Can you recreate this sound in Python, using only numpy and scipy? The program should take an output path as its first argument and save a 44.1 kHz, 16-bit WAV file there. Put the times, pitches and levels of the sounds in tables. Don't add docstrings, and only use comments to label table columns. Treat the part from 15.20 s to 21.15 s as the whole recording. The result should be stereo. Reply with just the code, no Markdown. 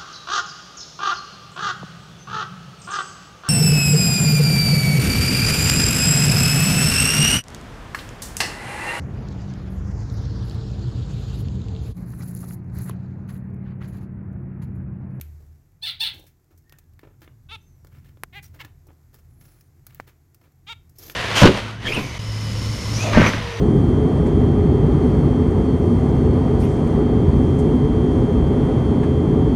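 import sys
import numpy as np
from scipy import signal
from scipy.fft import rfft, irfft, next_fast_len
from scipy.io import wavfile
from scipy.ndimage import uniform_filter1d

SR = 44100
rng = np.random.default_rng(int(sys.argv[2]) if len(sys.argv) > 2 else 0)


def master_out(mix):
    frames = np.transpose(np.atleast_2d(mix))
    ceiling = np.clip(frames, -1, 1)
    pcm = np.round(ceiling * 32767).astype(np.int16)
    wavfile.write(sys.argv[1], SR, pcm)


N = 262395
TIME = np.arange(N) / SR
TOP_HZ = 16050


def undb(db):
    return 10 ** (np.asarray(db) / 20)


def unit(x):
    return x / np.sqrt(np.mean(x ** 2) + 1e-18)


def place(pan_db):
    return undb(np.array([[pan_db], [-pan_db]]) / 2)


def colour(x, points):
    size = next_fast_len(x.shape[-1] + 4096, real=True)
    size += size % 2
    hz, db = np.transpose(points)
    bin_hz = np.fft.rfftfreq(size, 1 / SR)
    log_gain = np.log(undb(np.interp(np.log(bin_hz + 1), np.log(hz), db)))
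    cepstrum = irfft(log_gain)
    cepstrum[1:size // 2] *= 2
    cepstrum[size // 2 + 1:] = 0
    return irfft(rfft(x, size) * np.exp(rfft(cepstrum, size)))[..., :x.shape[-1]]


def walk(t, rate):
    knots = rng.standard_normal(16384)
    return np.interp((t - t[0]) * rate, np.arange(len(knots)), knots)


def span(start, length):
    return np.arange(int(start * SR), int((start + length) * SR)) / SR


def fade(t, attack_s, release_s):
    return np.minimum(np.minimum((t - t[0]) / attack_s, (t[-1] - t) / release_s), 1) - 1


def add(out, start, x):
    first = int(start * SR)
    out[:, first:first + x.shape[-1]] += x[..., :N - first]


def stereo_noise(count, likeness):
    both, *own = rng.standard_normal((count, 3)).T
    return np.sqrt(likeness) * both + np.sqrt(1 - likeness) * np.array(own)


def hum():
    out, t = np.zeros((2, N)), span(0, .45)
    hz = 76.6 + 2 * walk(t, 23.7)
    tone = unit(np.sin(2 * np.pi * np.cumsum(hz) / SR))
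    db = -37.5 - 34 * t + walk(t, 10.4)
    add(out, 0, tone * undb(db) * (1 + fade(t, attack_s=.0097, release_s=.043)))
    return out


def hand_rumble():
    # (time [s], level [dB])
    levels = [(0.4, -50), (0.46, -56.5), (0.94, -49), (1.28, -62.5), (1.34, -56.5), (2.3, -48), (2.72, -51),
              (2.78, -43), (3.03, -50), (3.18, -45.5), (3.85, -55), (4.22, -47), (4.31, -56.5),
              (4.82, -50.5), (4.91, -57.5), (5.44, -56.5), (5.45, -52), (5.95, -53)]
    # (frequency [Hz], gain [dB])
    spectrum = [(12, -43), (24, -27), (42, 0.5), (60, -22.5), (80, 2), (100, -5.5), (140, -4), (195, -21.5),
                (260, -22.5), (380, -44.5), (600, -92.5)]
    rumble = unit(colour(stereo_noise(N, likeness=.88), spectrum))
    return rumble * undb(np.interp(TIME, *np.transpose(levels)))


def room_air():
    # (frequency [Hz], gain [dB])
    spectrum = [(120, -15), (200, -11.5), (340, 0), (558, -15), (696, -11), (933, -16), (2090, -19.5),
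                (3020, -28.5), (7270, -22), (9230, -30.5), (12600, -20), (16000, -31)]
    # (time [s], gain [dB])
    swell = [(0, 5), (.55, -4), (1.2, -4), (2.6, -.5), (4.6, -.5), (5.35, -2.5), (5.95, 1)]
    air = unit(colour(stereo_noise(N, likeness=.5), spectrum))
    return air * undb(-65.5 + np.interp(TIME, *np.transpose(swell)))


def husk(body_db, treble_db):
    return [(80, body_db - 10), (300, body_db + 9), (800, body_db), (1800, -2.5), (3200, -11.5),
            (5500, treble_db - 5.5), (9000, treble_db - 11), (14000, treble_db - 4)]


def ticks():
    # (time [s], onset level [dB], body [dB], treble [dB], T60 [s], left minus right [dB])
    contacts = [(0.0127, -33.5, -29, -4.5, 0.002, -14.5), (1.066, -50.5, -22, -1, 0.15, -2),
                (1.376, -54.5, -15, 11, 0.07, -4), (1.496, -48, -22, 0, 0.0056, -4),
                (1.524, -40.5, -10.5, -12.5, 0.0044, -3), (1.586, -45, -14, 1.5, 0.03, -1.5),
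                (1.793, -45.5, -6, -13, 0.0055, -1.5), (1.832, -43, 3.5, -22, .06, 4),
                (2.018, -47, -5, -8.5, 0.042, -1), (2.077, -45, -3, -28, 0.015, 6),
                (2.648, -47.5, -1.5, -6, 0.0062, 6.5), (2.67, -51.5, -5, -3, .026, 7),
                (2.972, -51.5, 5, -14, 0.014, 7), (3.448, -43.5, -7, -10, 0.028, 21),
                (3.669, -51.5, 19.5, 10, .034, -1), (4.409, -50, -28, 4, 0.024, 9),
                (4.667, -36.5, -8.5, 2.5, .019, 1.5), (4.747, -46.5, -33, 3, 0.0037, -18.5),
                (5.146, -48, -12, 5.5, 0.023, -3), (5.695, -54, -19.5, 14, .026, -6),
                (5.785, -37, 1, 21, 0.054, 1), (5.898, -32.5, -21, -12.5, .012, 8.5)]
    out, t = np.zeros((2, N)), TIME[:SR // 6]
    for start, db, body_db, treble_db, t60, pan_db in contacts:
        burst = stereo_noise(len(t), likeness=.25) * undb(-60 * t / t60)
        crack = colour(burst, husk(body_db, treble_db))
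        onset_rms = np.std(crack[:, :SR // 400])
        add(out, start, crack / onset_rms * undb(db) * place(pan_db))
    return out


def shuffles():
    # (time [s], level [dB], decay time [s], body [dB], treble [dB])
    scrapes = [(.202, -57, 0.042, 8, -2), (0.934, -48, 0.091, 27, 22.5), (1.307, -54, .033, 4.5, -7),
               (1.843, -55.5, 0.078, 6, -18), (2.027, -52, 0.038, -8.5, -11),
               (2.716, -58, 0.09, -6.5, -11.5), (2.843, -56.5, .059, -11, -9.5),
               (3.226, -45.5, .039, -15, 0), (3.331, -55, 0.1, -1, -7.5), (3.43, -52.5, 0.04, -5.5, -17),
               (3.684, -50.5, 0.033, 5, -22), (3.931, -53.5, 0.063, -3.5, -1.5),
               (4.208, -56, 0.18, -4.5, -1), (4.687, -61.5, 0.17, -8.5, -9.5), (4.87, -48.5, 0.035, -5, -8),
               (5.214, -57.5, .065, 0.5, -10)]
    out, t = np.zeros((2, N)), TIME[:SR // 2]
    rise = np.minimum(t / .009, 1)
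    for start, db, decay_s, body_db, treble_db in scrapes:
        grains = stereo_noise(len(t), likeness=.16) * undb(4.9 * walk(t, 233.6))
        scrape = unit(colour(grains, husk(body_db, treble_db)))
        envelope = rise * np.exp(-(t / decay_s) ** 2)
        add(out, start - .004, scrape * envelope * undb(db) * place(pan_db=2.1))
    return out


def seed_crackle():
    cracks_per_s, t60 = 20, .012
    cracks = (rng.random(N) < cracks_per_s / SR) * undb(np.minimum(4 * rng.exponential(size=N), 8))
    envelope = signal.fftconvolve(cracks, undb(-60 * TIME[:SR // 2] / t60))[:N]
    crackle = envelope * stereo_noise(N, likeness=.35)
    return undb(-63) * colour(crackle, husk(body_db=-5, treble_db=1))


def syrinx(t, hz, db, rough, throat, jitter, flutter_hz, shimmer_db, hiss, treble_air):
    phase = 2 * np.pi * np.cumsum(hz * (1 + jitter * rough * walk(t, flutter_hz))) / SR
    harmonics = np.arange(1, 45)[:, None]
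    waver = undb(2.5 * np.array([walk(t, 60) for _ in harmonics]))
    pulses = unit(np.sum(waver * np.cos(harmonics * phase) * (harmonics * hz < TOP_HZ), axis=0))
    puffs = (1 + np.cos(phase)) * rng.standard_normal(N)[:len(t)]
    high_puffs = signal.sosfilt(signal.butter(4, 6000, "high", fs=SR, output="sos"), puffs)
    air = hiss * rough * puffs + treble_air * high_puffs
    shimmer = undb(shimmer_db * rough * walk(t, flutter_hz))
    voice = colour(pulses * shimmer + air, throat)
    power = uniform_filter1d(voice ** 2, size=400)
    edges = 1 + fade(t, attack_s=.008, release_s=.008)
    return voice / np.sqrt(power + 1e-12) * undb(db) * edges


def at_ports(t, voice, shading, right_lag_s):
    left = colour(voice, [(hz, pan_db / 2) for hz, pan_db in shading])
    right = colour(voice, [(hz, -pan_db / 2) for hz, pan_db in shading])
    return np.array([left, np.interp(t - right_lag_s, t, right)])


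def loud_calls():
    # (start [s], crest [s], length [s], attack [s], top pitch [Hz], tone [dB], rasp [dB])
    calls = [(0.615, .641, 0.12, .02, 905.2, -31.5, -29), (.793, .822, 0.12, .015, 915, -25, -28.5)]
    # (frequency [Hz], gain [dB])
    throat = [(400, -44), (850, -28.5), (1250, -27.5), (1800, -20.5), (2650, -16), (3650, -7),
              (4450, -13.5), (5200, -26.5), (7000, -41), (8600, -32), (11500, -42.5), (13500, -38.5),
              (15300, -33.5)]
    # (frequency [Hz], left minus right [dB])
    shading = [(800, 4), (1300, -2), (2400, -1), (3600, -7), (4400, -9), (9000, -6)]
    rise_s, sink_s, floor_share = .035, .034, .53
    clear_rough, rasp_rough, break_s = .19, .85, .033
    out = np.zeros((2, N))
    for start, crest, length, attack_s, top_hz, tone_db, rasp_db in calls:
        t = span(start, length)
        arch = 1 / (1 + ((t - crest) / np.where(t < crest, rise_s, sink_s)) ** 2)
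        hz = top_hz * (floor_share + (1 - floor_share) * arch)
        broken = 1 - np.exp(-(np.maximum(t - crest, 0) / break_s) ** 2)
        db = tone_db + (rasp_db - tone_db) * broken + 19.5 * fade(t, attack_s, release_s=.039)
        rough = clear_rough + (rasp_rough - clear_rough) * broken
        voice = syrinx(t, hz, db, rough, throat,
                       jitter=.06, flutter_hz=606.7, shimmer_db=10, hiss=1, treble_air=.85)
        add(out, start, at_ports(t, voice, shading, right_lag_s=-.0002))
    return out


def whistles():
    # (start [s], length [s], top pitch [Hz], crest level [dB])
    arches = [(1.44, 0.23, 1858, -69), (2.39, .25, 6270, -73), (3.227, 0.042, 5780, -55),
              (4.079, .4, 11340, -67)]
    crest_share, rounding_s, slide_octaves_per_s = .33, .03, 1.2
    out = np.zeros((2, N))
    for start, length, top_hz, top_db in arches:
        t, rise_s = span(start, length), crest_share * length
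        from_crest_s = np.hypot(t - start - rise_s, rounding_s) - rounding_s
        hz = top_hz * 2 ** (-slide_octaves_per_s * from_crest_s)
        phase = 2 * np.pi * np.cumsum(hz * (1 + .02 * walk(t, 2000))) / SR
        db = top_db + 14 * fade(t, rise_s, length - rise_s) + 4 * walk(t, 80)
        add(out, start, unit(np.sin(phase)) * undb(db))
    return out


def perch_voice(t, hz, db, rough, throat):
    # (frequency [Hz], left minus right [dB])
    shading = [(400, 4.7), (1300, 8.2), (2500, 6.8), (4300, 4.4), (12000, 0.5)]
    voice = syrinx(t, hz, db, rough, throat,
                   jitter=.05, flutter_hz=517, shimmer_db=3, hiss=.86, treble_air=.71)
    return at_ports(t, voice, shading, right_lag_s=.00006)


def soft_calls():
    # (start [s], crest [s], length [s], resting pitch [Hz], top pitch [Hz], crest level [dB])
    notes = [(2.286, 2.337, .082, 380, 454, -36.8), (3.124, 3.173, .082, 359.4, 407.7, -40.5),
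             (5.465, 5.511, .075, 389, 464, -34.3)]
    # (frequency [Hz], gain [dB])
    throats = [
        [(430, -18), (880, -6), (1350, -4), (1800, -15), (2300, -5), (2700, 2), (3150, -3.5), (3600, 4.5),
         (4200, -12.5), (5500, -18.5), (7500, -24), (10000, -16), (12000, -35)],
        [(400, -17.5), (800, -2), (1200, -15), (1600, -8.5), (2050, 2), (2450, -2), (3200, -7), (4000, -10),
         (5000, -27), (8000, -23.5), (14000, -27)],
        [(450, -21), (930, -8), (1400, -6.5), (1850, -13), (2320, 2.5), (2800, -5), (3250, -3), (3700, 4),
         (4200, -17), (4650, -13), (5500, -20), (8000, -17), (12000, -34)],
    ]
    push_s, push_flatness, push_db = .025, 3.07, 8.5
    slack_rough, pushed_rough = .3, .07
    out = np.zeros((2, N))
    for (start, crest, length, rest_hz, top_hz, top_db), throat in zip(notes, throats):
        t = span(start, length)
        effort = np.exp(-np.abs((t - crest) / push_s) ** push_flatness)
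        hz = rest_hz + (top_hz - rest_hz) * effort
        db = top_db + push_db * (effort - 1) + 6 * fade(t, attack_s=.011, release_s=.011)
        crack = .5 * np.exp((t - t[-1]) / .012)
        rough = slack_rough + (pushed_rough - slack_rough) * effort + crack
        add(out, start, perch_voice(t, hz, db, rough, throat))
    return out


def port_knocks():
    # (time [s], level [dB], push width [s], click against push [dB])
    knocks = [(3.0357, -8.5, 0.0001, 0.5), (4.7999, -12, 0.00016, -32)]
    port_hz, case_t60, right_db = 11000, .027, -30
    case_spectrum = [(200, -10.5), (1800, -18.5), (4000, -29.5), (15000, -38)]
    out, t = np.zeros((2, N)), TIME[:SR // 25] - .001
    pull = .5 * np.exp(-((t - .0003) / .00011) ** 2) + .13 * np.exp(-((t - .0007) / .0011) ** 2)
    for start, db, width_s, click_db in knocks:
        push = np.exp(-(t / width_s) ** 2)
        click = undb(click_db) * np.cos(2 * np.pi * port_hz * t) * np.exp(-np.abs(t) / .00008)
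        ring = unit(colour(rng.standard_normal(len(t)), case_spectrum))
        ring *= (t > 0) * undb(-29 - 60 * t / case_t60)
        knock = undb(db) * (push - pull + click) + ring
        add(out, start + t[0], knock * undb([[0], [right_db]]))
    return out


def squawk():
    # (frequency [Hz], gain [dB])
    throat = [(240, -56), (400, -12), (921, 1), (1450, -4), (2250, 8), (2470, -5), (2830, 6.5),
              (3500, -4.5), (15000, -18.5)]
    start, top_hz, fall_octaves_per_s = 3.387, 717, 22.5
    out, t = np.zeros((2, N)), span(start, length=.047)
    hz = top_hz * 2 ** (-fall_octaves_per_s * (t - t[0]))
    db = -39 + 18 * fade(t, attack_s=.017, release_s=.017)
    add(out, start, perch_voice(t, hz, db, rough=.57, throat=throat))
    return out


def wings():
    # (frequency [Hz], gain [dB])
    spectrum = [(90, -23), (150, -0.5), (380, 6), (900, -9), (1700, -7.5), (2500, -10), (4200, -6.5),
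                (6300, -2.5), (9000, -17), (13000, 0.5), (16000, -16)]
    start, beat_hz, beat_db = 5.755, 25.1, 2.5
    out, t = np.zeros((2, N)), span(start, length=.2)
    db = -44.5 + 18 * fade(t, attack_s=.058, release_s=.046)
    beats = np.cos(2 * np.pi * beat_hz * (t - t[0]))
    strokes = undb(beat_db * beats + 3.2 * walk(t, 108) + 2 * walk(t, 900))
    whirr = unit(colour(stereo_noise(len(t), likeness=.16) * strokes, spectrum))
    add(out, start, whirr * undb(db))
    return out


def room(x, early_db, late_db):
    cage_t60, low_t60, treble_t60 = .03, .28, .24
    t = TIME[:SR // 2]
    early, late = rng.standard_normal((2, 2, len(t)))
    echoes = (rng.random(early.shape) < .06) * (t > .001)
    early = early * echoes * undb(-60 * t / cage_t60)
    low = signal.sosfilt(signal.butter(2, 4500, fs=SR, output="sos"), late)
    treble = .63 * (late - low)
    late = (low * undb(-60 * t / low_t60) + treble * undb(-60 * t / treble_t60)) * (t > .005)
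    response = (undb(early_db) * unit(early) + undb(late_db) * unit(late)) / np.sqrt(len(t))
    return x + signal.fftconvolve(x, response, axes=1)[:, :N]


def scene():
    far = room(loud_calls(), early_db=0, late_db=-4.5)
    perch = room(soft_calls() + squawk(), early_db=-11, late_db=-19)
    fidgets = room(ticks() + shuffles() + seed_crackle() + wings(), early_db=-5.5, late_db=-11.5)
    return far + perch + fidgets + whistles() + port_knocks() + hum() + hand_rumble() + room_air()


def record(dry):
    return signal.sosfilt(signal.ellip(8, .2, 70, TOP_HZ, fs=SR, output="sos"), dry)


dry = scene()
out = record(dry)
master_out(out)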